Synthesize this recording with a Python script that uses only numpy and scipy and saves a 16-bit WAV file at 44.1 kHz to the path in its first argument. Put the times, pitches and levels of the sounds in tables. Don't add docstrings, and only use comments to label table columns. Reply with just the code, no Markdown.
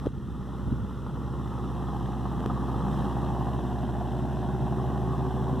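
import sys
import numpy as np
from scipy import signal
from scipy.fft import rfft, irfft, next_fast_len
from scipy.io import wavfile
from scipy.ndimage import uniform_filter1d

SR = 44100
rng = np.random.default_rng(int(sys.argv[2]) if len(sys.argv) > 2 else 0)


def to_wav(s):
    ch = np.atleast_2d(s).T
    pcm = np.round(np.clip(ch, -1, 1) * 32767)
    wavfile.write(sys.argv[1], SR, pcm.astype(np.int16))


def linear_from_db(decibels):
    return 10 ** (np.asarray(decibels, float) / 20)


N = 246959

# t/s, firing rate/Hz
FIRING_RATE = [(0.0, 65.28), (0.8, 63.71), (1.2, 65.98), (1.6, 65.74), (2.0, 64.72), (2.4, 65.5),
               (2.8, 65.77), (3.2, 66.29), (3.6, 66.39), (4.0, 66.45), (4.4, 67.36), (4.8, 68.26),
               (5.2, 68.91), (5.6, 69.63)]
# knock level/dB, lateness/ms, valve level/dB
CYLINDER_SPREAD = [(0, 0, 1), (-4, 2.5, -3), (-4, 0, 1.5), (2, 0, 1.5)]
# t/s, extra level/dB
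HARD_FIRINGS = [
    (.708, 4.5),
    (1.066, 11),
    (2.257, 4),
    (2.501, 3),
    (4.011, 2.5),
    (5.076, 3),
    (5.5, 6),
]
# multiple of firing rate, level/dB
EXHAUST_LINES = [(1.0, 0.5), (1.25, -26), (1.5, -24.0), (1.75, -13), (2.0, -2.5), (2.25, -7.5), (2.5, -32),
                 (2.75, -20), (3.0, -6), (3.25, -12), (3.75, -8.5), (4.25, -15), (4.5, -36), (4.75, -43),
                 (5.0, -17), (5.25, -19.5), (5.75, -19.5), (6.0, -15.5), (6.25, -47), (6.75, -17),
                 (7.0, -24), (7.75, -48)]
# multiple of knife rate, level re hum/dB
KNIFE_LINES = [(1, 0.5), (2, -16.5), (4, -33.5), (1.398, -38), (2.514, -18)]
# t/s, level/dB
CROP_BITE = [(0, -17), (.8, -14), (1.4, -7), (2.6, -5), (3.2, -1.5), (4.0, -3.5), (4.8, 0.5), (5.6, 1.5)]
# f/Hz, level/dB
ROAR_SPECTRUM = [(30, -25), (60, -11), (100, -20), (140, 5), (250, 1), (400, -6.5), (520, -6), (700, -48)]
# f/Hz, level/dB
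KNOCK_SPECTRUM = [(350, -41.5), (500, 1), (800, -2), (1200, -4.5), (1500, -13), (1900, -17.5), (2600, -54)]
# f/Hz, width/Hz, level/dB
BLOCK_MODES = [(630, 43, 2.5), (732, 82, 8.5), (814.4, 10, -5), (1114, 18, -11.5), (1240, 51, -8)]
# f/Hz, level/dB
CLATTER_SPECTRUM = [(900, -7), (1400, 11), (1900, 9), (2300, 4.5), (3300, 1), (4600, -3.5), (5500, -10.5),
                    (8000, -15.5), (11000, -17.5), (14200, -19)]
# f/Hz, level/dB
LEAF_SPECTRUM = [(2500, -37), (4500, -7.5), (6000, -1), (9000, -4.5), (12000, -8.5), (13400, -11),
                 (14200, -6.5)]
# t/s, first notch f/Hz
GROUND_NOTCH = [(0, 656), (1, 696), (2, 606), (2.8, 630), (3.3, 562), (4, 520), (4.6, 525), (5.1, 582),
                (5.6, 554)]
# multiple of first notch f, level/dB
BOUNCE_SHAPE = [(.6, 6.5), (1, -6), (1.3, 6), (2, 4), (2.3, -8), (2.7, -3.5), (3.6, -4), (5, -2)]
# t/s, level/dB
NEARNESS = [(0, -6), (.65, -5), (1.04, -7.5), (1.5, -4), (1.85, -2), (2.23, -2.5), (2.6, 0), (3.0, 1),
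            (3.35, .8), (3.7, -0.7), (4.15, -1.5), (4.6, -0.6), (5.0, 0), (5.6, -.5)]
# f/Hz, level/dB
WIND_SPECTRUM = [(15, -27), (40, -3.5), (90, 2.5), (200, -1.5), (400, -16), (800, -45), (1500, -100)]
# peak t/s, peak level/dB, length/s
WIND_GUSTS = [
    (0.047, -45, 0.045),
    (0.172, -34, 0.097),
    (0.336, -39, 0.074),
    (0.704, -29.5, 0.08),
    (0.833, -37, 0.032),
    (1.145, -40, 0.39),
    (2.694, -50, 0.1),
    (3.015, -38, 0.05),
]
# t/s, thud level/dB, thud f/Hz, snap level/dB, way (-1 in, 1 out)
CASE_TICKS = [(.0578, -28, 280, -40, 1), (.0598, -26, 480, -50, -1), (.063, -21, 230, -25, -1),
              (.0665, -27, 420, -50, -1), (.0703, -12, 360, -30, -1), (.178, -24, 160, -70, 1),
              (.678, -27, 110, -70, 1), (.7275, -19.5, 220, -33, 1), (2.4062, -30, 500, -25, -1),
              (2.4619, -18, 300, -17.5, -1), (2.946, -32, 300, -33, -1), (2.977, -26, 250, -32, -1),
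              (5.5315, -20, 220, -36, -1)]
# f/Hz, share fed across
CROSS_FEED = [(2200, 0.81), (4600, 0.63), (7000, 0.31), (11000, 0.06), (14000, 0.17)]
# f/Hz, level re sum/dB, lead/rad
PORT_BASS = [(40, -4.2, 1.98), (86, -4.7, 1.95), (130, -9.4, 1.67), (300, -17, 1.29), (600, -22, .84),
             (800, -29, .68), (1000, -70, .6)]

# (level when near/dB, share of nearness followed)
EXHAUST_DB, ROAR_DB, KNOCK_DB, CLATTER_DB = (-36, 0.59), (-35, 0.98), (-39, 1.15), (-55, 0.4649)
HUM_DB, WHINE_DB = -35.5, -41.5
KNIVES_PER_FIRING, GRIP_T_S, GRIP_GAIN = 1.8124, (4, 4.4), 0.0069
SWELL_T_S, SWELL_WIDTH_S, SWELL_DB = 2.97, 0.13, 2.5
SAG_DB, SAG_T_S, SAG_HALF_S = 10.5, 0.074, 0.26
GUST_EDGE_DB, GUST_RISE, CALM_DB = 10.5, 0.64, -54.5
PORT_DELAY_S, EDGE_HZ, SIDE_HZ = 0.0004412, 14250, (4050, 13600)


def evened(x):
    return x / np.sqrt(np.mean(x ** 2) + 1e-20)


def noise():
    return rng.standard_normal(N)


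def read(points, hz):
    f, value = np.transpose(points)
    return np.interp(np.log(hz + 1), np.log(f + 1), value)


def curve(rows):
    s, value = np.transpose(rows)
    return np.interp(np.arange(N) / SR, s, value)


def colour(x, points):
    level_db = np.maximum(read(points, np.fft.rfftfreq(8192, 1 / SR)), -100)
    half = np.log(linear_from_db(level_db))
    whole = np.r_[half, half[-2:0:-1]]
    taps = np.fft.ifft(np.exp(np.conj(signal.hilbert(whole)))).real[:4096]
    return evened(signal.oaconvolve(x, taps)[:N])


def drift(hz):
    return evened(signal.lfilter(*signal.butter(2, hz / (SR / 2)), noise()))


def carried(layer):
    level_db, share = layer
    since_s = np.arange(N) / SR - SAG_T_S
    onset = np.clip(since_s / 0.018, 0, 1)
    sag_db = SAG_DB * onset * 2 ** (-np.maximum(since_s, 0) / SAG_HALF_S)
    return linear_from_db(level_db + share * (curve(NEARNESS) - sag_db))


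def lines(table, turns, waver_db, lag_rad=0):
    total = np.zeros(N)
    for multiple, db in table:
        level = linear_from_db(db + waver_db * drift(16)) * np.sqrt(2)
        phase = 2 * np.pi * multiple * turns - lag_rad * min(multiple - 1, 1)
        phase = phase + 0.3 * drift(2.2) + 2.95 * (multiple % 1 == 1 / 4)
        total += level * np.cos(phase)
    return total


def exhaust(turns):
    return carried(EXHAUST_DB) * lines(EXHAUST_LINES, turns, 0.5, lag_rad=1.51)


def knife_wheel(rate_hz):
    grip = np.interp(np.arange(N) / SR, GRIP_T_S, (0, GRIP_GAIN))
    passes = np.cumsum(rate_hz * (KNIVES_PER_FIRING + grip)) / SR + 0.21
    bite_db = curve(CROP_BITE)
    hum = linear_from_db(HUM_DB + bite_db) * lines(KNIFE_LINES, passes, 1.8)
    whine = linear_from_db(WHINE_DB + bite_db) * lines([(3, 0)], passes, 1.2, lag_rad=3.0)
    return hum + whine


def firings(turns, column, spread_db, hard=()):
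    at = np.flatnonzero(np.diff(np.floor(turns)) > 0)
    cylinder = np.transpose(CYLINDER_SPREAD)[:, np.floor(turns[at + 1]).astype(int) % 4]
    luck = rng.standard_normal((len(at), 2))
    size_db = cylinder[column] + spread_db * luck[:, 0]
    for s, db in hard:
        size_db[np.argmin(abs(at / SR - s))] += db
    late_ms = cylinder[1] + 0.21 * luck[:, 1]
    place = at + late_ms * SR / 1000
    clicks = np.zeros(N)
    clicks[np.clip(place.astype(int), 0, N - 1)] = linear_from_db(size_db)
    return clicks


def puffs(clicks, decay_s, steady):
    t = np.arange(2000) / SR
    swell = evened(signal.oaconvolve(clicks, t * np.exp(-t / decay_s))[:N])
    return (steady + swell) * noise()


def ground(x, patchy_db):
    hz, t, z = signal.stft(x, SR, nperseg=512, noverlap=384)
    notch_hz = np.interp(t, *np.transpose(GROUND_NOTCH))
    carved_db = np.interp(hz[:, None] / notch_hz, *np.transpose(BOUNCE_SHAPE))
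    patches = uniform_filter1d(rng.standard_normal(z.shape), size=2, axis=0)
    patches = evened(uniform_filter1d(patches, size=9, axis=1))
    z = z * linear_from_db(carved_db + patchy_db * patches)
    return evened(signal.istft(z, SR, nperseg=512, noverlap=384)[1][:N])


def gas_roar(blows):
    return carried(ROAR_DB) * ground(colour(puffs(blows, 0.0039, 3.0), ROAR_SPECTRUM), 1.3)


def block_ring(blows):
    t = np.arange(1500) / SR
    body = np.zeros(len(t))
    for hz, width_hz, db in BLOCK_MODES:
        body += linear_from_db(db) * np.exp(-np.pi * width_hz * t) * np.sin(2 * np.pi * hz * t)
    return evened(signal.oaconvolve(blows, body)[:N])


def cylinder_knock(blows):
    shocks = 0.35 * evened(blows) + evened(puffs(blows, 0.0028, 1.2))
    knock = colour(shocks, KNOCK_SPECTRUM) + 0.75 * block_ring(blows)
    return carried(KNOCK_DB) * ground(knock, 1.38)


def clatter(turns):
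    valves = firings(turns - 0.03, 2, 4.7)
    hit_level = linear_from_db(3.8 * np.minimum(rng.exponential(1, N), 4))
    hit_now = rng.random(N) < 900 / SR
    chain = hit_level * hit_now * rng.choice([-1, 1], N)
    metal = colour(evened(puffs(valves, 0.0013, 4.5)) + 0.22 * evened(chain), CLATTER_SPECTRUM)
    leaves = linear_from_db(-11) * colour(noise(), LEAF_SPECTRUM)
    offset = (np.arange(N) / SR - SWELL_T_S) / SWELL_WIDTH_S
    swell_gain = linear_from_db(SWELL_DB * np.exp(-offset ** 2))
    return carried(CLATTER_DB) * swell_gain * (ground(metal, 2.1) + leaves)


def tractor():
    rate_hz = curve(FIRING_RATE)
    turns = np.cumsum(rate_hz) / SR + 0.28
    blows = firings(turns + 0.2, 0, 1.1, HARD_FIRINGS)
    low = exhaust(turns) + knife_wheel(rate_hz) + gas_roar(blows) + cylinder_knock(blows)
    return low, clatter(turns)


def wind():
    t = np.arange(N) / SR
    level = np.full(N, linear_from_db(CALM_DB))
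    for s, db, length_s in WIND_GUSTS:
        away = np.maximum((t - s) / length_s, (s - t) / (GUST_RISE * length_s))
        level += linear_from_db(db - GUST_EDGE_DB * away)
    return level * colour(noise() * linear_from_db(1.5 * drift(17)), WIND_SPECTRUM)


def add(mix, s, sound):
    part = mix[round(s * SR):][:len(sound)]
    part += sound[:len(part)]


def ticks():
    out, t = np.zeros(N), np.arange(-600, 1200) / SR
    for s, db, hz, snap_db, way in CASE_TICKS:
        swing = np.cos(2 * np.pi * hz * t) * np.exp(-((t * hz / 0.5) ** 2 + 0.01) ** 0.8)
        rebound = np.sin(2 * np.pi * 70 * (t - 0.006)) * np.exp(-((t - 0.008) / 0.0082) ** 2)
        snap = np.exp(-np.hypot(t + 0.001, 0.00002) / 0.00013)
        snap += 0.035 * rng.standard_normal(len(t)) * np.exp(-abs(t) / 0.0003)
        add(out, s + t[0], way * linear_from_db(db) * (swing + 0.15 * rebound / linear_from_db(0)) + linear_from_db(snap_db) * snap)
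    return out


def scene():
    low, high = tractor()
    low = low + wind() + ticks()
    scattered = colour(noise(), LEAF_SPECTRUM) * carried(CLATTER_DB) * linear_from_db(-18)
    return np.array([low + high + scattered, low + high - scattered])


def band_limit(x):
    return signal.sosfilt(signal.butter(12, 14530, fs=SR, output="sos"), x)


def record(dry):
    size = next_fast_len(N + 4096)
    hz = np.fft.rfftfreq(size, 1 / SR)
    left, right = rfft(np.pad(dry, ((0, 0), (0, size - N)), "reflect"))
    both, apart = (left + right) / 2, (left - right) / 2
    feed = read(CROSS_FEED, hz) * np.exp(-2j * np.pi * hz * PORT_DELAY_S)
    bass_restore = 1 - feed / (1 + (hz / 1300) ** 4)
    mid = both * (1 - feed) / bass_restore * (hz < EDGE_HZ)
    port_hz, port_db, lead_rad = np.transpose(PORT_BASS)
    side = mid * linear_from_db(read(np.c_[port_hz, port_db], hz))
    side *= np.exp(1j * read(np.c_[port_hz, lead_rad], hz))
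    late = 0.29 * both * np.exp(-2j * np.pi * (hz - 6300) / 2400)
    side += (late + apart) * (hz > SIDE_HZ[0]) * (hz < SIDE_HZ[1])
    mix = irfft(np.array([mid + side, mid - side]), size)[:, :N]
    return band_limit(mix)


dry = scene()
out = record(dry)
to_wav(out)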